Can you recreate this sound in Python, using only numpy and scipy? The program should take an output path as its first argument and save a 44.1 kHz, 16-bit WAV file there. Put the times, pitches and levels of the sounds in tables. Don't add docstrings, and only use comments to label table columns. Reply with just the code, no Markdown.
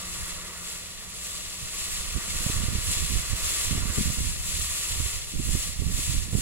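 import sys
import numpy as np
from scipy.fft import rfft, irfft, next_fast_len
from scipy.io import wavfile

SR = 44100
rng = np.random.default_rng(int(sys.argv[2]) if len(sys.argv) > 2 else 0)


def generate_wav(sig):
    pcm = np.round(np.clip(np.atleast_2d(sig).T, -1, 1) * 32767).astype(np.int16)
    wavfile.write(sys.argv[1], SR, pcm)


N = 282945
TIME = np.arange(N) / SR

# (arrival [s], peak level [dB], turnover [Hz], left-right [dB])
EDDIES = [(2.156, -21.5, 96.9, -28), (2.459, -19.5, 142, -18), (2.492, -21, 132, -14),
          (2.625, -25.5, 110, -19), (2.68, -18.5, 113, -23), (2.748, -17.5, 101, -18),
          (2.779, -21, 107, -9), (2.981, -31, 96, -13), (3.015, -28, 98, -25), (3.149, -21, 95, -30),
          (3.326, -18, 92.5, -33), (3.723, -21, 109, -11.0), (3.773, -19, 96, 1), (3.85, -25, 188, -23),
          (3.978, -17, 160, 15), (4.096, -20, 148, -20), (4.18, -21.5, 98, -24), (4.591, -27, 95.5, -14),
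          (4.953, -32, 134.6, -10), (4.997, -19.5, 96.9, -30), (5.056, -22.5, 96, -19),
          (5.395, -26, 103, -11), (5.485, -22, 121, -15), (5.544, -16, 100, -24), (5.814, -19, 120, -26),
          (5.983, -24.5, 119, -14), (6.327, -20, 147, -21), (6.346, -16, 130, -25)]
EDDY_RISE_S = 0.0069
COARSE_LAG_S = 0.02


def sizzle(bursts_per_s=14000, spread_db=2.5, sputter_db=0.65, spit_flicker_db=0.5, fizz_flicker_db=0.12):
    # (time [s], level [dB])
    boil = [(0, -42.5), (1, -46), (1.6, -41.5), (2.7, -38.5), (3.8, -38), (4.4, -43), (5.3, -42.5),
            (6.42, -44)]
    # (frequency [Hz], density [dB per Hz])
    spit_spectrum = [(1300, -25), (1650, -8), (1900, -4.5), (2600, 0.5), (3500, -1), (4800, -1.5),
                     (6000, 0.5), (8000, -24), (12000, -26)]
    # (frequency [Hz], density [dB per Hz])
    fizz_spectrum = [(3000, -15.5), (5000, -8), (6500, -2), (10000, 0.5), (16000, -1.5)]
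    spit_steady_db, spit_surge_db, spit_fall_db_per_s = -3.5, -6, 0.12

    steady_db, = in_time(boil)
    fizz_db = summed_db(from_db(steady_db), surging(0))
    spit_surge = from_db(spit_surge_db) * surging(COARSE_LAG_S)
    spit_db = summed_db(from_db(steady_db + spit_steady_db), spit_surge)
    spit_db = spit_db - spit_fall_db_per_s * TIME

    spit_per_s = bursts_per_s * from_db(fizz_db - fizz_db.max())
    fizz_per_s = 2 * spit_per_s
    spit = at_ports(bursts(spit_per_s, spread_db), spit_spectrum)
    spit = spit * from_db(spit_db + spit_flicker_db * drift(57))
    fizz = at_ports(bursts(fizz_per_s, spread_db), fizz_spectrum)
    fizz = fizz * from_db(fizz_db + fizz_flicker_db * drift(50))
    return from_db(sputter_db * drift(23)) * (spit + fizz)


def surging(lag_s, attack_s=0.15, release_s=0.15):
    # (start [s], time until it lets go [s], level [dB])
    surges = [(-0.031, 0.32, -41.5), (0.523, 0.2, -41), (1.102, 0.245, -41.5), (1.651, 0.311, -38.6),
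              (2.117, 0.26, -40.5), (2.292, 0.243, -36.5), (2.777, 0.14, -32), (2.885, 0.28, -38),
              (3.317, 0.32, -33.3), (3.842, 0.19, -34.5), (3.995, 0.31, -38.2), (4.345, 0.44, -34.5),
              (4.736, 0.38, -36), (5.362, 0.26, -35), (5.834, 0.29, -35.5), (6.284, 0.16, -33.5)]
    gains = [from_db(db) * envelope(start_s + lag_s, length_s, attack_s, release_s)
             for start_s, length_s, db in surges]
    return from_db(summed_db(*gains))


def simmer(bursts_per_s=3000, spread_db=1.0, flicker_db=1.0, surge_db=-16, trim_db=-0.5):
    # (time [s], level [dB])
    steady = [(0.0, -47), (0.45, -48), (0.92, -53), (1.5, -53.5), (1.85, -48.5), (2.5, -45), (3.0, -48),
              (3.35, -45.5), (3.92, -44.5), (4.27, -53.5), (5.1, -51), (5.36, -57), (6.42, -54.5)]
    # (frequency [Hz], density [dB per Hz])
    water_spectrum = [(200, -27), (280, -5), (350, -3), (450, -5.5), (680, -5), (1000, -3), (1400, -2),
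                      (1700, -5), (2000, -2), (3500, -29)]
    steady_db, = in_time(steady)
    stirred = from_db(surge_db) * surging(COARSE_LAG_S)
    level_db = summed_db(from_db(steady_db), stirred) + trim_db
    bubbles = at_ports(bursts(bursts_per_s, spread_db), water_spectrum)
    return bubbles * from_db(level_db + flicker_db * drift(22))


def bursts(per_s, spread_db):
    born = rng.random((3, N)) < per_s / SR
    sizes = from_db(spread_db * np.minimum(rng.exponential(1, (3, N)), 4))
    clicks = born * sizes * rng.choice([-1, 1], (3, N))
    clicks = clicks / np.sqrt(np.minimum(per_s, SR))
    return clicks / np.std(clicks)


def at_ports(trains, spectrum, right_lead_s=0.0001):
    # (frequency [Hz], likeness [0-1])
    likeness = [(200, 0.97), (800, 0.44), (1170, 0.77), (1500, 0.52), (2000, 0.67), (4000, 0.58),
                (7500, 0.48), (9500, 0.16), (16000, 0.07)]
    # (frequency [Hz], gain [dB])
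    left_port = [(1200, -2.5), (2200, -1), (2700, 3.5), (4000, 0), (6000, 0), (6800, 6), (7400, 10),
                 (8100, 5.5), (9200, -6.5), (10200, -10.5), (11500, -17), (14000, -10), (15700, -13.5)]
    # (frequency [Hz], gain [dB])
    right_port = [(1200, -1), (2000, 1.5), (2700, 0.5), (4000, 1), (6000, -1), (8000, 1), (9100, -1),
                  (9900, 2.5), (10500, 6), (11100, 1.5), (12000, -3.5), (13000, -8.5), (16000, -9)]
    delays_s = right_lead_s * np.array([[1], [0]])

    def alike(hz):
        return np.clip(at_hz(likeness, hz), 0, 1)

    def direct_path(hz):
        return np.sqrt(alike(hz)) * np.exp(-2j * np.pi * hz * delays_s)

    direct = filtered(trains[0], direct_path)
    scattered = filtered(trains[1:], lambda hz: np.sqrt(1 - alike(hz)))
    left, right = coloured(direct + scattered, spectrum)
    return rms_one(np.array([coloured(left, left_port), coloured(right, right_port)]))


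def in_tub(x):
    # (centre [Hz], full width at half the dB [Hz], gain [dB])
    resonances = [(270, 38, -30), (813, 107, -14.5), (1064, 39, -8), (1145, 183, 5.5), (1565, 210, -2),
                  (1910, 124, 2), (2400, 160, -2), (2900, 110, -1.5), (3166, 110, -4.5), (3430, 360, 2),
                  (4230, 590, 3), (4720, 110, 3), (5740, 200, -1)]
    # (delay [s], left gain [ratio], right gain [ratio])
    reflections = [(.00138, 0.037, -0.0078), (.00254, -0.042, -0.074), (.00306, -.07, -.03),
                   (.0034, .06, .03), (.0042, 0.072, 0.091), (0.0118, .08, -0.034), (0.0161, -0.1, 0.058)]

    def colour(hz):
        return from_db(sum(db * 0.5 ** ((2 * (hz - centre_hz) / width_hz) ** 2)
                           for centre_hz, width_hz, db in resonances))

    def echoes(hz):
        return 1 + sum(np.outer(gains, np.exp(-2j * np.pi * hz * delay_s))
                       for delay_s, *gains in reflections)

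    return filtered(x, lambda hz: colour(hz) * echoes(hz))


def wind(flutter_trim_db=-1.0, lumpy_db=2.5, ragged_db=4.0, calm_db=-46, swept_db=-9, swept_s=0.012):
    # (frequency [Hz], gain [dB])
    rumble_spectrum = [(10, -5.5), (30, 2.5), (70, 0), (115, -9), (160, -15.5), (300, -41), (700, -66)]
    # (frequency [Hz], gain [dB])
    flutter_spectrum = [(60, -22), (120, -1), (170, 1.5), (250, -6), (400, -19), (700, -38.5), (1500, -58)]
    low_db, high_db = airflow()
    rumble = rms_one(coloured(rng.standard_normal((2, N)), rumble_spectrum))
    rumble = rumble * from_db(low_db + lumpy_db * drift(23.9))
    flutter = rms_one(coloured(rng.standard_normal((2, N)), flutter_spectrum))
    flutter = flutter * from_db(high_db + flutter_trim_db + ragged_db * drift(39))
    tearing = 1 / (1 + from_db(calm_db - high_db.max(axis=0)) ** 2)
    passing = sum(np.exp(-((TIME - s - EDDY_RISE_S) / swept_s) ** 2) for s, *_ in EDDIES)
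    return rumble * from_db(swept_db * passing) + tearing * flutter


def airflow():
    # (time [s], rumble level [dB])
    light_air = [(0, -50), (1.3, -52), (2.5, -40.5), (4.8, -43.5), (6.42, -39)]
    # (start [s], length [s], rumble level [dB], flutter level before wind()'s trim and gating [dB],
    # left-right of the rumble [dB])
    gusts = [(0.06, .33, -46.5, -61, -6), (1.604, 0.034, -35.5, -52, -10), (1.936, 0.22, -44, -56, -22),
             (2.141, 0.021, -33, -31.5, -21), (2.267, .17, -41, -45.5, -20), (2.515, 0.13, -30, -42.5, -8),
             (2.676, .10, -33, -38, -6), (2.868, 0.029, -32.5, -41, -11), (2.961, 0.065, -24.5, -47.5, -16),
             (3.089, 0.079, -25.5, -37.5, -22), (3.29, .04, -30, -47, -20), (3.415, 0.029, -30.5, -48, -13),
             (3.633, 0.076, -32, -50, -20), (3.699, 0.2, -31, -37.5, -14), (3.961, 0.04, -35, -33.5, 2),
             (4.039, 0.076, -29, -37, -12), (4.159, 0.14, -31, -38.5, -12), (4.313, 0.15, -41.5, -49, 3),
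             (4.477, 0.14, -35.5, -45.5, -13), (4.897, .15, -33.5, -53, -16),
             (5.324, 0.092, -34.5, -39, -8.5), (5.448, 0.11, -28, -35, -13), (5.638, .055, -34.5, -46, -19),
             (5.779, 0.21, -30.5, -40, -17), (6.069, 0.21, -31.5, -41, -17), (6.311, .14, -31.5, -37, -23)]
    attack_s, release_s = 0.016, 0.047
    breeze_flutter_db, breeze_pan_db = -14, -4.5
    flutter_one_sided = 1.55

    breeze_db, = in_time(light_air)
    breeze = from_db(breeze_db) * panned(breeze_pan_db)
    rumble_power = breeze ** 2
    flutter_power = (from_db(breeze_flutter_db) * breeze) ** 2
    for start_s, length_s, rumble_db, flutter_db, pan_db in gusts:
        gust = envelope(start_s, length_s, attack_s, release_s)
        rumble_power += (from_db(rumble_db) * panned(pan_db) * gust) ** 2
        flutter_power += (from_db(flutter_db) * panned(flutter_one_sided * pan_db) * gust) ** 2
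    return 10 * np.log10(rumble_power), 10 * np.log10(flutter_power)


def eddies(lull=0.45, lull_width=1.74, tear_db=-13.5, tear_s=0.005, tear_hz=310):
    out = np.zeros((2, N))
    flutter = rms_one(filtered(rng.standard_normal(N),
                               lambda hz: hz / tear_hz / (1 + (hz / tear_hz) ** 4)))
    quickest_hz = max(hz for _, _, hz, _ in EDDIES)
    for arrival_s, peak_db, hz, pan_db in EDDIES:
        near = np.abs(TIME - arrival_s) < 0.06
        t = TIME[near] - arrival_s - EDDY_RISE_S
        turn = np.pi * hz * t
        bump = np.exp(-turn ** 2)
        wide = np.exp(-(turn / lull_width) ** 2)
        swing = (bump - lull * wide) / (1 - lull)
        tear = from_db(tear_db) * hz / quickest_hz * flutter[near] * np.exp(-(t / tear_s) ** 2)
        sides = from_db([[pan_db / 2], [-pan_db / 2]])
        out[:, near] += from_db(peak_db) * (swing + tear) * sides / sides.mean()
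    return out


def yard(air_db=-53, apart=0.44, waver_db=2.0, wander_hz=0.65, fade_db_per_s=1.5):
    # (frequency [Hz], density [dB per Hz])
    air_spectrum = [(20, -21), (70, -0.5), (130, -3.5), (200, -3), (270, -14), (350, -11), (600, -12),
                    (800, -15.5), (2000, -30), (16000, -58)]
    hum_hz, hum_start_db, octave_start_db = 177.8, -55.5, -70
    noise = rng.standard_normal(N) + apart * rng.standard_normal((2, N))
    air = from_db(air_db) * rms_one(coloured(noise, air_spectrum))
    phase = 2 * np.pi * np.cumsum(hum_hz + wander_hz * drift(4.9)) / SR
    tones = from_db(hum_start_db) * np.sin(phase) + from_db(octave_start_db) * np.sin(2 * phase)
    hum = np.sqrt(2) * tones
    return air + hum * from_db(waver_db * drift(4.9) - fade_db_per_s * TIME)


def from_db(db):
    return 10 ** (np.asarray(db) / 20)


def summed_db(*gains):
    return 10 * np.log10(sum(gain ** 2 for gain in gains) + 1e-20)


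def rms_one(x):
    return x / np.sqrt(np.mean(np.atleast_2d(x).mean(axis=0) ** 2) + 1e-20)


def panned(pan_db):
    sides = from_db(pan_db * np.array([[0.5], [-0.5]]))
    return sides / np.sqrt(np.mean(sides ** 2))


def envelope(start_s, length_s, attack_s, release_s):
    rise = (TIME - start_s) / attack_s
    fall = 1 - (TIME - start_s - length_s) / release_s
    return np.clip(np.minimum(rise, fall), 0, 1)


def in_time(rows):
    s, *columns = np.transpose(rows)
    return [np.interp(TIME, s, column) for column in columns]


def at_hz(points, hz):
    known_hz, values = np.transpose(points)
    return np.interp(np.log(hz + 1e-6), np.log(known_hz), values)


def filtered(x, response):
    size = next_fast_len(N + 4096)
    return irfft(rfft(x, size) * response(np.fft.rfftfreq(size, 1 / SR)), size)[..., :N]


def coloured(x, spectrum):
    return filtered(x, lambda hz: from_db(at_hz(spectrum, hz)))


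def drift(rate_hz):
    return rms_one(filtered(rng.standard_normal(N), lambda hz: 1 / (1 + (hz / rate_hz) ** 2)))


def scene():
    quench = in_tub(sizzle() + simmer())
    return quench + wind() + eddies() + yard()


def record(dry, cutoff_hz=15830, slope_hz=100):
    return filtered(dry, lambda hz: np.clip((cutoff_hz - hz) / slope_hz + 0.5, 0, 1))


dry = scene()
out = record(dry)
generate_wav(out)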